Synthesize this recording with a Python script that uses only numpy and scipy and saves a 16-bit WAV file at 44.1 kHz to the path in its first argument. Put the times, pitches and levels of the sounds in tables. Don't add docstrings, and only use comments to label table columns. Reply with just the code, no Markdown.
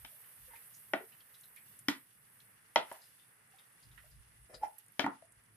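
import sys
import numpy as np
from scipy import signal
from scipy.fft import rfft, irfft, next_fast_len
from scipy.io import wavfile

SR = 44100
rng = np.random.default_rng(int(sys.argv[2]) if len(sys.argv) > 2 else 0)


def put_to_file(sound):
    columns = np.atleast_2d(sound).T
    safe = np.clip(columns, -1, 1)
    whole_steps = np.round(safe * 32767)
    wavfile.write(sys.argv[1], SR, whole_steps.astype(np.int16))


N = 245237

# [f/Hz, t60/s]
KITCHEN_DECAY = [(150, 0.17), (500, 0.19), (1500, 0.24), (4000, 0.18), (10000, .12)]
# [f/Hz, correlation]
FAR_LIKENESS = [(60, 0.6), (130, 1), (290, 0.34), (640, 0.053), (1400, 0), (4000, 0.)]
# [f/Hz, correlation]
NEAR_LIKENESS = [(800, 1), (1300, 0.41), (3000, 0.75)]
# [t/s, level/dB]
HANDLING_SPELLS = [
    [(0.0, -69), (0.038, -60), (0.112, -89), (0.142, -105), (0.16, -108)],
    [(0.32, -97), (0.35, -108), (0.372, -76), (0.434, -65.5), (0.546, -70.5), (0.624, -100), (0.66, -94)],
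    [(3.72, -95), (3.73, -105), (3.832, -74), (3.872, -60), (4.044, -70), (4.196, -55.5), (4.24, -72),
     (4.382, -69), (4.418, -62), (4.522, -76), (4.568, -66), (4.602, -61), (4.744, -108), (4.76, -90)],
    [(5.28, -97), (5.3, -104), (5.35, -75), (5.374, -69), (5.444, -90), (5.56, -72.5)],
]
# [f/Hz, level/dB per Hz]
RUMBLE_COLOUR = [(12, -45.5), (20, -15.5), (45, 1.5), (59, 1), (86, -9.5), (124, -1.5), (160, -14.5),
                 (210, -44), (350, -120)]
# [t/s, roar level/dB, low hum level/dB]
BURNER_LEVELS = [(0.0, -68.5, -79), (0.77, -67.5, -75.5), (0.91, -69, -75), (1.44, -69, -78),
                 (1.81, -70, -74), (2.09, -72, -78), (2.38, -70, -74.5), (2.77, -69.5, -76),
                 (2.94, -63.5, -80), (3.17, -71, -77.5), (3.33, -69.5, -77), (3.73, -69.5, -77.5),
                 (3.89, -68.5, -74.5), (4.06, -71, -77), (4.44, -71, -74), (4.69, -72.5, -82),
                 (4.88, -72.5, -77.5), (5.1, -72.5, -78), (5.44, -72, -76.5), (5.56, -72.5, -71)]
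# [f/Hz, level/dB per Hz]
ROAR_COLOUR = [(240, -40), (400, -14.5), (430, -6), (582, -9), (652, -9.5), (1930, -0.5), (2800, -13.5),
               (3640, -32.5), (6160, -120)]
# [f/Hz, level/dB per Hz]
HUM_COLOUR = [(12, -51), (20, -24), (27, -23.5), (60, -12), (86, -24), (103, -3.5), (125, -5.5),
              (400, -19.5), (520, -54.5), (880, -120)]
# [t/s, sizzle level/dB, fine top sizzle level/dB, simmer level/dB]
WOK_LEVELS = [(0.0, -63, -58, -70.5), (0.32, -63, -60, -70.5), (0.65, -61.5, -58.5, -71.5),
              (1.04, -64, -62, -72.5), (1.19, -66.5, -64, -74.5), (1.76, -64, -62.5, -72),
              (1.86, -68, -67, -76), (1.98, -65.5, -62.5, -76.5), (2.11, -67.5, -72.5, -78.5),
              (2.45, -67, -67.5, -75.5), (2.6, -69, -76, -77), (2.79, -67, -73, -73.5),
              (2.93, -61.5, -61, -62.5), (3.02, -65, -69.5, -70.5), (3.25, -68, -73, -74.5),
              (3.39, -70.5, -78, -78.5), (3.65, -67.5, -70, -75.5), (3.78, -68, -75, -76.5),
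              (4.09, -68.5, -71, -76), (4.3, -69.5, -79, -76), (4.55, -66, -73, -77.5),
              (4.81, -69, -70, -73.5), (4.89, -69.5, -73.5, -78), (5.03, -71, -72, -75.5),
              (5.28, -69.5, -87.5, -79.5), (5.56, -71.5, -77.5, -77)]
# [f/Hz, level/dB per Hz]
SIZZLE_COLOUR = [(4290, -50), (7300, -26.5), (7830, -5), (9050, -3.5), (9850, 5.5), (10800, -2.5),
                 (11200, -3.5), (14600, -36.5), (22000, -120)]
# [f/Hz, level/dB per Hz]
TOP_COLOUR = [(6590, -32.5), (11200, -5), (12100, -0.5), (14400, -10), (15400, -12), (16000, -24.5)]
# [f/Hz, level/dB per Hz]
SIMMER_COLOUR = [(1650, -30), (2800, 2.5), (3210, -4.5), (3460, -0.5), (3740, -6.5), (4790, -4.5),
                 (7300, -7.5), (9490, -40.5), (16100, -120)]
# [t/s, peak level/dB, f/Hz, t60/s, left over right/dB]
TICKS = [(0.238, -58.5, 3070, 0.1, -1.0), (0.5094, -58, 2070, 0.081, 5), (0.5342, -51, 2110, 0.13, 2.0),
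         (0.5524, -50, 2520, 0.073, 3), (0.5688, -63, 2480, 0.078, -11), (0.738, -50.5, 6830, 0.16, -6),
         (1.12, -56.5, 3000, 0.12, -10), (1.2033, -54, 3400, 0.044, -3.5), (1.3411, -54, 4040, 0.11, -1.5),
         (1.4337, -52.5, 4200, 0.09, 2), (1.5627, -54, 2480, 0.09, -11.5), (1.5712, -53, 2290, 0.1, 13.5),
         (2.4004, -51.5, 4200, 0.03, 2), (3.0126, -54.5, 5110, 0.27, 4), (3.1894, -60, 3640, 0.27, 14),
         (3.5842, -53, 3720, 0.12, 4), (3.8243, -55.5, 5050, 0.16, 1), (3.9135, -59.5, 3970, 0.06, 2),
         (3.9739, -49, 1940, 0.11, -11), (3.9894, -54.5, 2020, 0.09, -1), (4.1114, -60, 5000, 0.18, 4),
         (4.542, -43, 4990, 0.09, 7.5)]
# [t/s, peak level/dB, f/Hz, t60/s, left over
# right/dB]
PLOPS = [(0.112, -67.5, 617, 0.15, -6), (0.469, -68, 514, 0.3, -14), (0.506, -60, 998, 0.12, -3),
         (0.533, -56, 935, 0.058, -16), (1.003, -47, 461, 0.047, 3), (1.019, -55.5, 422, 0.067, 1),
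         (3.533, -62.5, 790, 0.17, -8.0), (4.038, -62.5, 642, 0.038, -4), (4.501, -66, 538, 0.16, 21),
         (4.53, -63, 655, 0.1, 17), (4.54, -57, 520, 0.1, 0)]
# [t/s, peak level/dB, f/Hz, t60/s, left over right/dB]
SPITS = [(1.41, -47, 10000, 0.022, 3.5), (1.456, -45, 12100, 0.0095, -3), (1.5618, -40.5, 11780, 0.06, -5),
         (1.7903, -38.5, 10300, 0.027, 0), (1.899, -41, 12100, 0.036, -12),
         (2.9247, -42.5, 10800, 0.036, -3.0), (3.474, -60, 10400, 0.023, -6),
         (3.512, -57.5, 10500, 0.023, 0), (4.2233, -56.5, 10100, 0.02, -6.5),
         (4.371, -57, 10200, 0.02, 2.5), (4.6813, -48.5, 10300, 0.0067, -2.5),
         (4.7825, -40, 11800, 0.043, -12.5), (4.862, -51, 10050, 0.017, -3.0),
         (4.8825, -48.5, 10440, 0.012, 2.5), (4.9207, -55, 12600, 0.028, -16),
         (5.254, -56, 9900, 0.011, -9), (5.3213, -52, 9900, 0.023, -3.0), (5.437, -56.5, 9850, 0.019, -4.0)]
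# [f/Hz, relative level/dB, t60/s]
TUB_MODES = [(62, -9, 0.06), (125, -6.5, 0.068), (165.8, -9.5, .07), (209, -4.5, 0.18), (279, 6, 0.07),
             (316.7, -7, 0.05), (390, -11, 0.024), (520, -5, .03), (631, 2.5, .025), (732, -5.5, 0.06),
             (897, 4.5, 0.026), (992, -5.5, 0.021), (1386, 2, 0.012), (1764, 0.5, 0.019),
             (1956, 2.5, 0.019), (2340, 0, .012), (2630, -9, 0.0089), (3100, -4.5, 0.015),
             (3850, -5.5, 0.0057), (4600, -4, 0.0039), (5320, 8, 0.0051), (6600, -4.5, .005),
             (8000, -14.5, 0.0021), (10000, -5.5, .004), (12500, 1.5, 0.0036)]
# [t/s, squeak level/dB, squeak f/Hz, hollow rub level/dB, dry rub level/dB]
SCRAPES = [
    [(4.49, -92, 580, -82, -90), (4.5, -69, 580, -56, -64.5), (4.524, -82, 605, -70, -68),
     (4.542, -69, 664, -50.5, -54), (4.6, -95, 544, -89, -93)],
    [(4.6, -91, 827, -81, -72), (4.614, -64, 881, -55, -72), (4.636, -29.5, 838.6, -56.5, -52),
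     (4.656, -60, 872, -61, -53), (4.718, -72.5, 837, -77, -98), (4.75, -87.5, 900, -84, -83)],
]
KNOCK_BANDS_HZ = [80, 250, 600, 950, 1800, 3400, 8000]
# [t/s, level/dB, one strength/dB for each of KNOCK_BANDS_HZ, left over right/dB]
KNOCKS = [(0.048, -39.5, -19, -37, -27.5, -23, -13.5, -8.5, -34, 5.5),
          (0.935, -18.5, -47.5, -21.5, -14, -18.5, -15, -23, -49, 2),
          (1.884, -17, -62, -15.5, -30, -16.5, -17, -13, -22.5, 1),
          (2.759, -12.5, -38.5, -26, -14, -15, -18.5, -14, -35, 1),
          (2.915, -33.5, -60, -32, -5.5, -4, -25, -20, -42.5, 0),
          (4.994, -17.5, -54, -24, -18.5, -15, -16.5, -13, -31, 5),
          (5.004, -30.5, -43, -19, -6, -15.5, -1.5, -15, -22, 10),
          (5.042, -24, -35.5, -6.5, -15, -14.5, -10, -34, -50, 0),
          (5.064, -21, -29.5, -6.5, -17.5, -3.5, -13.5, -51, -54, 0),
          (5.223, -49.5, 10, -46, 10, -34, -20.5, -43, -19, 9)]

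KITCHEN_SEND_DB, SIZZLE_PAN_DB = -37.5, -3.5
TAIL_DB, TAIL_T60_S = -17, 0.18
RIGHT_LAG_S = .00008
STOPBAND_EDGE_HZ = 16300


def from_db(db):
    return 10 ** (np.asarray(db) / 20)


def rms_one(x):
    return x / np.sqrt(np.mean(x ** 2) + 1e-20)


def in_time(rows, silent=False):
    times, *columns = np.transpose(rows)
    edge = -140 if silent else None
    return [np.interp(np.arange(N) / SR, times, column, edge, edge) for column in columns]


def at_hz(points, hz):
    table = np.array(points)
    return np.interp(np.log(hz), np.log(table[:, 0]), table[:, 1])


def drift(rate_hz):
    step = 40
    r = np.exp(-2 * np.pi * rate_hz * step / SR)
    noise = rng.standard_normal(N // step + 2002)
    slow = signal.lfilter([1], [1, -2 * r, r * r], noise)[2000:]
    return np.interp(np.arange(N) / step, np.arange(len(slow)), rms_one(slow))


def ring(drive, hz, t60):
    r = from_db(-60 / (t60 * SR))
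    w = 2 * np.pi * hz / SR
    return signal.lfilter([0, np.sin(w)], [1, -2 * r * np.cos(w), r * r], drive + 1e-18)


def panned(x, pan_db):
    return x * from_db(np.array([[.5], [-.5]]) * pan_db)


def spread(mid, side, alike):
    alike = np.clip(alike, -1, 1)
    return np.sqrt(1 + alike) * mid + np.sqrt(1 - alike) * side * [[1], [-1]]


def noise_bed(colour, wander_db, grit_db=0.):
    size = next_fast_len(N, True)
    grit = from_db(grit_db * np.minimum(rng.exponential(1, (2, size)), 6))
    white = rng.standard_normal((2, size)) * grit
    hz = np.maximum(np.arange(size // 2 + 1) * SR / size, 1)
    mid, side = rfft(white) * from_db(at_hz(colour, hz))
    both = irfft(spread(mid, side, at_hz(FAR_LIKENESS, hz)), size)[:, :N]
    level_db = wander_db * (drift(6.0) + drift(26.3))
    return rms_one(both * from_db(level_db))


def kitchen(x):
    t, tail = np.arange(SR // 2) / SR, 0
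    for hz in 60 * 2. ** np.arange(8):
        band = signal.butter(2, [hz / np.sqrt(2), hz * np.sqrt(2)], "band", fs=SR, output="sos")
        decay = from_db(-60 * t / max(at_hz(KITCHEN_DECAY, hz), .03))
        walls = rng.standard_normal((2, len(t))) * decay * (t > .003)
        tail = tail + spread(*signal.sosfilt(band, walls), at_hz(FAR_LIKENESS, hz))
    return signal.fftconvolve(x.mean(axis=0, keepdims=True), tail, axes=1)[:, :N]


def handling():
    gain = sum(from_db(in_time(spell, silent=True)[0]) for spell in HANDLING_SPELLS)
    return gain * noise_bed(RUMBLE_COLOUR, 0.86)


def burner():
    roar_db, hum_db = in_time(BURNER_LEVELS)
    roar = from_db(roar_db) * noise_bed(ROAR_COLOUR, 0.93)
    hum = from_db(hum_db) * noise_bed(HUM_COLOUR, 0.822)
    return roar + hum


def wok():
    sizzle_db, top_db, simmer_db = in_time(WOK_LEVELS)
    sizzle = from_db(sizzle_db) * noise_bed(SIZZLE_COLOUR, 0.623, grit_db=3.5)
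    top = from_db(top_db) * noise_bed(TOP_COLOUR, .9, grit_db=2.0)
    simmer = from_db(simmer_db) * noise_bed(SIMMER_COLOUR, 1.5, grit_db=2.0)
    return panned(sizzle + top, SIZZLE_PAN_DB) + simmer


def bursts(rows, width, rise_s):
    out, t = np.zeros((2, N)), np.arange(int(.2 * SR)) / SR
    for s, peak_db, hz, t60, pan_db in rows:
        shape = (1 - np.exp(-t / rise_s)) * from_db(-60 * t / max(t60, .003))
        crackle = 0.2 + (rng.random(len(t)) < .02)
        grains = rng.standard_normal((2, len(t))) * crackle
        puff = spread(*grains * shape, at_hz(NEAR_LIKENESS, hz))
        edges = np.clip([hz / width, hz * width], 50, .45 * SR)
        puff = signal.sosfilt(signal.butter(2, edges, "band", fs=SR, output="sos"), puff)
        core = ring(puff, hz, 36.0 / hz)
        puff = puff / np.abs(puff).max() + 0.64 * core / np.abs(core).max()
        puff = from_db(peak_db) * puff / np.abs(puff).max()
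        at = round(s * SR)
        out[:, at:at + len(t)] += panned(puff, pan_db)[:, :N - at]
    return out


def ticks_plops_and_spits():
    ticks = bursts(TICKS, 1.37, rise_s=.002)
    plops = bursts(PLOPS, 1.09, rise_s=0.0013)
    spits = bursts(SPITS, 1.24, rise_s=0.00013)
    return ticks + plops + spits


def scrape(rows):
    span = slice(round(rows[0][0] * SR), round(rows[-1][0] * SR))
    squeak_db, squeak_hz, hollow_db, dry_db = [column[span] for column in in_time(rows)]
    squeak = np.sin(2 * np.pi * np.cumsum(squeak_hz) / SR) * from_db(2.0 * drift(63.0)[span])
    slips = rng.standard_normal((2, len(squeak)))
    hollow, dry_rub = 0, 0
    for hz, db, t60 in TUB_MODES[7:10]:
        hollow = hollow + from_db(db) * rms_one(ring(slips[0], hz, 3.7 * t60))
    for hz, db, t60 in TUB_MODES[11:22]:
        dry_rub = dry_rub + from_db(db) * rms_one(ring(slips, hz, t60)) * (1000 / hz) ** 1.17
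    out = np.zeros((2, N))
    out[:, span] += from_db(squeak_db) * rms_one(squeak)
    out[:, span] += from_db(hollow_db) * rms_one(hollow)
    out[:, span] += from_db(dry_db) * rms_one(dry_rub)
    return out


def tub_blow(colour, t):
    chatter = rng.standard_normal((2, len(t))) * np.exp(-t / .0018)
    contact = .5 * signal.sosfilt(signal.butter(1, 900, "high", fs=SR, output="sos"), chatter)
    contact[0, 0] = -1
    blow = 0
    for k, (hz, db, t60) in enumerate(TUB_MODES):
        strength = (-1) ** k * from_db(db + at_hz(colour, hz))
        blow = blow + strength * spread(*ring(contact, hz, t60), at_hz(NEAR_LIKENESS, hz))
    return blow / np.abs(blow.mean(axis=0)).max()


def blow_tail(colour, t):
    hz = np.maximum(np.arange(len(t) // 2 + 1) * SR / len(t), 1)
    tilt = from_db(at_hz(colour, hz)) / hz ** 0.44 * (hz > 70)
    mid, side = rfft(rng.standard_normal((2, len(t)))) * tilt
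    diffuse = rms_one(irfft(spread(mid, side, at_hz(NEAR_LIKENESS, hz))))
    onset_boost = 1 + 1.9 * np.exp(-t / 0.0015)
    return from_db(TAIL_DB - 60 * t / TAIL_T60_S) * onset_boost * diffuse


def knocks():
    out, t = np.zeros((2, N)), np.arange(8192) / SR
    for s, level_db, *colour_db, pan_db in KNOCKS:
        colour = list(zip(KNOCK_BANDS_HZ, colour_db))
        blow = tub_blow(colour, t) + blow_tail(colour, t)
        blow = signal.sosfilt(signal.butter(2, 110, "high", fs=SR, output="sos"), blow)
        blow = panned(from_db(level_db) * blow, pan_db)
        blow[1] = np.interp(t - RIGHT_LAG_S, t, blow[1], 0)
        at = round(s * SR)
        out[:, at:at + len(t)] += blow
    return out


def scene():
    background = handling() + burner() + wok()
    hits = ticks_plops_and_spits() + sum(scrape(drag) for drag in SCRAPES) + knocks()
    return background + from_db(KITCHEN_SEND_DB) * kitchen(hits) + hits


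def record(dry):
    dry = signal.sosfilt(signal.butter(2, 40, "high", fs=SR, output="sos"), dry)
    return signal.sosfilt(signal.cheby2(12, 70, STOPBAND_EDGE_HZ, fs=SR, output="sos"), dry)


dry = scene()
out = record(dry)
put_to_file(out)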